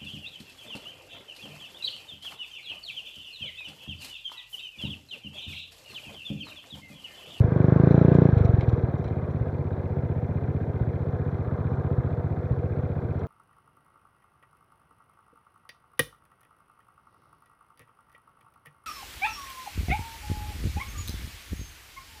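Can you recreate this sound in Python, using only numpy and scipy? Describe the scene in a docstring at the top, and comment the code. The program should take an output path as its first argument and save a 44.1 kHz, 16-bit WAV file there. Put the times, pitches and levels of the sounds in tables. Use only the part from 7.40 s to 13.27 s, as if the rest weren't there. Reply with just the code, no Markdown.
"""A small single-cylinder engine thumps through a blip of throttle and an overrun, then settles to idle, heard
at the rider's helmet. Each exhaust opening pushes or sucks at the resonant pipe, with an intake gulp beside it
and a second thump behind. Knocks and valve gear sound at set crank angles over the whirr of the cases, which is
noise shaped by their spectrum; a loose metal part chinks as noise bursts passed through its modes."""
import sys
import numpy as np
from scipy import signal
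from scipy.fft import rfft, irfft, next_fast_len
from scipy.io import wavfile
from scipy.ndimage import uniform_filter1d

SR = 44100
rng = np.random.default_rng(int(sys.argv[2]) if len(sys.argv) > 2 else 0)


def generate_wav(sig):
    """Save sig (samples, or channels by samples) to the path in sys.argv[1] as 16-bit PCM at SR."""
    pcm = np.round(np.clip(np.atleast_2d(sig).T, -1, 1) * 32767).astype(np.int16)
    wavfile.write(sys.argv[1], SR, pcm)


N = 258867
T = np.arange(N) / SR  # s
IDLE_REVS = 15.4  # engine cycles per s

# cylinder pressure at exhaust opening, above 0 burnt gas pushes, below 0 vacuum sucks: start_s, pressure [relative]
LOAD = [(0, -0.42), (.05, -0.3), (.085, -.11), (.12, .2), (.16, 0.31), (.4, 0.43), (.55, 0.46), (.86, 0.44),
        (.895, 0.25), (.92, -0.36), (1.44, -0.23), (1.48, 0.12), (2.15, 0.094), (5.87, .09)]
# cycles that burn unlike their neighbours: start_s, pressure [relative]
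ODD_CYCLES = [(1.23, -0.13), (1.383, 0.14), (1.655, -0.1), (2.008, -0.15), (3.411, -0.19), (4.06, -0.03),
              (4.516, 0.15), (4.582, -0.21), (5.11, -0.19)]


def undb(db):
    """The decibel law for amplitudes: 20 dB is a factor of ten."""
    return 10 ** (np.asarray(db) / 20)


def curves(table, s):
    """Linear interpolation of a table's columns at times s."""
    rows = np.array(table, float)
    return [np.interp(s, rows[:, 0], column) for column in rows.T[1:]]


def add(track, s, sound):
    """Superposition: mix a sound in at time s."""
    i = int(s * SR)
    if 0 <= i < N:
        track[i:i + len(sound)] += sound[:N - i]


def unit(x):
    """Power normalisation: scale to rms 1."""
    return x / np.sqrt(np.mean(x ** 2))


def walk(rate):
    """Low-passed noise: random levels held 1 / rate s, then averaged twice over that time."""
    hold = int(SR / rate)
    levels = np.repeat(rng.standard_normal(N // hold + 1), hold)
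    return uniform_filter1d(uniform_filter1d(levels, hold), hold)[:N]


def revs():
    """Crank speed in engine cycles per s: the rider's hand, less the torque lost at each idle misfire."""
    # engine speed: start_s, speed_cycles_per_s
    speed_curve = [(0, 26.347), (.12, 24.142), (.25, 24.721), (.55, 28.578), (.85, 29.496), (.95, 25.863),
                   (1.1, 22.355), (1.3, 19.619), (1.75, 17.042), (2.1, 16.288), (2.4, 15.948),
                   (2.55, 15.277), (2.8, 15.607), (4.5, 15.354), (5.2, 15.242), (5.87, 15.944)]
    settled_s = 2.5  # from here the idle is steady
    sag_revs, sag_late_s, sag_s = .41, .04, .1  # depth in cycles per s, delay, width
    misfires = [s for s, pressure in ODD_CYCLES if s > settled_s and pressure < -.1]
    sag = sum(sag_revs * np.exp(-((T - s - sag_late_s) / sag_s) ** 2) for s in misfires)
    return curves(speed_curve, T)[0] - sag


def openings():
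    """The four-stroke cycle: integrated speed gives one exhaust opening every two crank turns, in s."""
    start_cycle = -.066
    cycle = start_cycle + np.cumsum(revs()) / SR
    return np.interp(np.arange(int(cycle[-1]) + 1), cycle, T)


def ring(hz, steep):
    """Coupled resonance: pipe and silencer are tuned alike, so modes swell, then fade; cold gas rings longer."""
    # pipe and silencer; the gain is per unit of pressure, as the wave steepens:
    # multiple [of the pipe note], decay_s [at zero pressure], level_db, gain_db
    pipe = [(0.999, 0.0035, 2, -1), (2.1, 0.0054, -22.5, 18.5), (2.85, .004, -22, 19),
            (3.8, .005, -30.5, 19.5), (4.701, 0.0044, -32.5, 24)]
    seconds = T[:SR // 14]
    t = seconds * (1 + .5 * steep)
    phase = 2 * np.pi * hz * seconds
    out = 0
    for multiple, decay, db, gain_db in pipe:
        envelope = (.25 + t / decay) * np.exp(1 - t / decay)
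        out = out + undb(db + gain_db * steep) * envelope * np.sin(multiple * phase)
    return out


def exhaust(times):
    """Pulse excitation of a resonator: pushes or sucks at the pipe, intake gulps and second thumps."""
    # the pipe note rises with hot gas: Hz, Hz per unit of pressure, Hz per cycle per s above idle
    pipe_hz, heat_hz, speed_hz = 112.8, 31.8, 0.72
    gulp_per_rev = 0.0159  # the intake gulp grows with speed above idle
    second_db, second_db_per_rev = -20, -1.5  # the second thump at idle; it fades as speed rises

    speeds = 1 / np.gradient(times) - IDLE_REVS
    chance = rng.standard_normal((len(times), 3))
    pressures = curves(LOAD, times)[0] + 0.016 * chance[:, 0]
    for s, odd in ODD_CYCLES:
        pressures[np.argmin(abs(times - s))] = odd

    out, t = np.zeros(N), np.arange(-.004, .004, 1 / SR)
    # a dip, a snap, an overshoot
    gulp = np.tanh(t / .00027) * np.exp(np.where(t < 0, -(t / .0012) ** 2, -2.6 - (t / .0025) ** 2))
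    for s, speed, pressure, (_, note_chance, second_chance) in zip(times, speeds, pressures, chance):
        push = max(pressure, 0)
        # cold air drawn by a vacuum is slow, a hot blast is fast
        late = 0.004 * max(-pressure, 0) - 0.0014 * push
        note_hz = pipe_hz + heat_hz * pressure + speed_hz * speed + 1.6 * note_chance
        add(out, s + late, (.95 - 0.32 * push) * pressure * ring(note_hz, pressure))
        gulp_gain = gulp_per_rev * max(speed, 0) + 1.3 * max(pressure - .03, 0)
        add(out, s + t[0] + 1.25 * min(late, 0), gulp_gain * gulp)
        # the snap returns from the pipe's end
        add(out, s + t[0] + late + .0078, 0.098 * push * gulp)
        thump_db = second_db + second_db_per_rev * speed + 0.29 * second_chance
        add(out, s + 0.01677, -undb(thump_db) * ring(105.0, 0.11))
    # the silencer swallows the treble of every edge
    return signal.sosfilt(signal.butter(4, 880, fs=SR, output="sos"), out)


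def knocks(times):
    """Impact excitation: valves seat and the piston rocks over, ringing damped modes of the cases."""
    # clean knocks that repeat each cycle: share [of the cycle], pitch_hz, decay_s, level_db [peak over whirr rms]
    knock_modes = [(.21, 2383, 0.0026, -22.5), (0.259, 2095, 0.0043, -26.5), (0.553, 385.2, 0.0089, -8),
                   (0.62, 483.5, 0.012, -7)]
    out, t = np.zeros(N), T[:SR // 10]
    for s, length in zip(times, np.gradient(times)):
        for share, hz, decay, db in knock_modes:
            level_chance, time_chance = rng.standard_normal(2)
            tone = t / decay * np.exp(1 - t / decay) * np.sin(2 * np.pi * hz * t)
            add(out, s + length * share + 0.00033 * time_chance, undb(db + level_chance) * tone)
    return out


def valve_gear(times, band_hz):
    """Cyclic amplitude modulation: one band's gain flares near set crank angles, never quite alike."""
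    # bursts: share [of the cycle], pitch_hz, width_hz [to 1/e], decay_s, level_db [gain added at the pitch]
    ticks = [(0.179, 3530, 1230, 0.0023, 4.5), (.21, 2426, 509, 0.0056, 3), (0.328, 1576, 489, 0.0054, 2),
             (0.548, 5660, 880, 0.0027, 0.5), (0.678, 479.5, 89.5, 0.0052, -10.5),
             (0.783, 1734, 495, 0.0071, 4.5), (0.788, 3484, 1210, 0.0041, 1.5),
             (0.862, 953, 509, 0.005, -17.5)]
    out, t = np.ones(N), T[:SR // 20]
    for share, hz, width, decay, db in ticks:
        near = np.exp(-((band_hz - hz) / width) ** 2)
        if near > .05:
            burst = near * t / decay * np.exp(1 - t / decay)
            chance = rng.standard_normal((len(times), 2))
            for s, length, (level_chance, time_chance) in zip(times, np.gradient(times), chance):
                add(out, s + length * (share + 0.012 * time_chance), undb(db + 0.57 * level_chance) * burst)
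    return out


def whirr(times, treble_db, calm_db):
    """Filtered noise: bands of the cases' spectrum each flicker alone, and the low ones repeat every cycle."""
    # broad spectrum of the cases: pitch_hz, density_db [relative, per Hz]
    cases = np.array([(60, -27), (120, 3.5), (240, -13), (310, -14.5), (480, -11), (590, -12), (690, -12),
                      (830, -19.5), (1650, -33), (1900, -41), (2400, -46), (2850, -58), (3400, -52.5),
                      (4050, -54), (4900, -66), (5750, -64), (6600, -69.5), (8000, -79.5)])
    # resonances of the cases: pitch_hz, width_hz, level_db [over the broad spectrum]
    case_modes = [(377, 83, 5.5), (489.6, 33, 8.5), (1593, 19, 3), (2072, 47, 7), (2330, 25, -0.5)]
    # the middle band around 1180 Hz sinks and swells: start_s, level_db
    mid_lift = [(0, 2.5), (1.9, -0.5), (2.8, -4), (3.5, -1.5), (4.2, 5.5), (5.0, -0.5), (5.87, 0.5)]

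    size = next_fast_len(N)
    f = np.maximum(np.fft.rfftfreq(size, 1 / SR), 1)
    fast = np.clip(revs() - IDLE_REVS, 0, 6.0)
    mid_db = curves(mid_lift, T)[0]
    shape = undb(np.interp(np.log(f), np.log(cases[:, 0]), cases[:, 1]))
    shape = shape * undb(sum(db / (1 + (2 * (f - hz) / width) ** 2) for hz, width, db in case_modes))
    last = np.maximum(np.searchsorted(times, T) - 1, 0)
    since = np.abs((T - times[last]) * SR).astype(int)  # samples since the valve opened

    out = 0
    for hz in 60 * 2 ** np.arange(0, 7.4, 1 / 4):
        window = np.cos(np.pi / 2 * np.clip(4 * np.log2(f / hz), -1, 1))
        same = np.clip(.6 - hz / 2500, 0, 1)  # share of power that comes back alike every cycle
        repeated = np.sqrt(same) * rng.standard_normal(N)[since]
        noise = repeated + np.sqrt(1 - same) * rng.standard_normal(N)
        band = irfft(rfft(noise, size) * shape * window, size)[:N]
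        half_octaves = np.clip(np.log2(hz / 1200), 0, 1.5) / 0.5
        # above idle the cases boom around their main mode
        boom_db = (0.33 * fast + calm_db) * np.exp(-np.log2(hz / 520) ** 2 / 0.4)
        middle_db = mid_db * np.exp(-np.log2(hz / 1180) ** 2 / .12)
        flicker_db = 1.5 * walk(18) + 0.77 * walk(1.5)
        gain = undb(flicker_db + half_octaves * treble_db + boom_db + middle_db)
        out = out + band * valve_gear(times, hz) * gain
    return unit(out)


def chinks():
    """Modal filtering: decaying noise rings a loose metal part, in set chinks and a faint random patter."""
    # chinks: start_s, level_db [nominal], dull_db [dull modes over bright ones]
    jolts = [(0.5082, -51, 3), (0.7427, -47, -2), (0.8415, -63, 11), (0.9787, -50.5, 3), (1.0074, -60, 4),
             (1.045, -47.5, 0.5), (1.1444, -72, 10), (1.1912, -66, 12), (1.2077, -60, 18.5),
             (1.2263, -69, 15), (1.286, -51.5, 3), (1.3254, -58, -2), (1.5773, -59, -9), (1.6407, -57, 7.5),
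             (1.6761, -65, 13), (1.9066, -56, -3), (5.7907, -58, 1)]
    # bright modes of the metal: pitch_hz, width_hz, level_db
    bright_modes = [(5750, 170, -5), (7080, 150, -9.5), (6200, 2000, -13), (10400, 900, -15.5)]
    # dull modes of the metal: pitch_hz, width_hz, level_db
    dull_modes = [(4010, 260, 0), (3860, 300, 0), (3230, 540, 1), (2250, 590, 6.5), (4580, 810, -9)]

    out, t = np.zeros(N), T[:SR // 12]
    patter_s, patter_extra_db = rng.uniform(0, N / SR, size=70), rng.exponential(size=70)
    patter = [(s, -76 + extra_db, 3) for s, extra_db in zip(patter_s, patter_extra_db)]
    for s, db, dull_db in list(jolts) + patter:
        # the level jumps every 100 samples
        jumps = np.repeat(rng.standard_normal(len(t) // 100 + 1), 100)[:len(t)]
        chatter = rng.standard_normal(len(t)) * np.exp(-t / 0.01) * undb(3.9 * jumps)
        chatter = .2 * unit(chatter)
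        for modes, part_db in ((bright_modes, db), (dull_modes, db + dull_db)):
            for hz, width, mode_db in modes:
                # a narrow mode takes less of the noise
                gain = undb(part_db + mode_db) * np.sqrt(SR / width) / 2.75
                peak = signal.iirpeak(hz, hz / width, SR)
                add(out, s, gain * signal.lfilter(*peak, signal.lfilter(*peak, chatter)))
    return signal.sosfilt(signal.butter(3, [1800, 12000], "band", fs=SR, output="sos"), out)


def scene():
    """Superposition of exhaust, mechanics and chinks; load and speed set the mechanics' level and tone."""
    whirr_db, whirr_db_per_load = -34.5, 14.5  # unloaded; per unit of pressure either way
    # dB per half octave above 1200 Hz, at idle and per cycle per s above it
    idle_treble_db, treble_db_per_rev = 0.59, 0.09
    boom_db_per_load = -6.5  # burning gas steadies the cases

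    times = openings()
    pressure = curves(LOAD, T)[0]
    level_db = whirr_db + whirr_db_per_load * uniform_filter1d(np.abs(pressure), size=SR // 8)
    treble_db = idle_treble_db + treble_db_per_rev * (revs() - IDLE_REVS)
    calm_db = boom_db_per_load * np.maximum(pressure, 0)
    mechanics = whirr(times, treble_db, calm_db) + undb(calm_db) * knocks(times)
    return (exhaust(times) + undb(level_db) * mechanics + chinks())[None]


def record(dry):
    """Band-limiting: the microphone drops the deepest bass, adds its hiss and cuts the top."""
    hiss_db, top_hz = -79, 15700  # hiss rms before the top is cut
    hiss = undb(hiss_db) * rng.standard_normal(dry.shape)
    wet = signal.sosfilt(signal.butter(2, 65, "highpass", fs=SR, output="sos"), dry) + hiss
    return signal.sosfilt(signal.ellip(10, .2, 70, top_hz, fs=SR, output="sos"), wet)


dry = scene()
out = record(dry)
generate_wav(out)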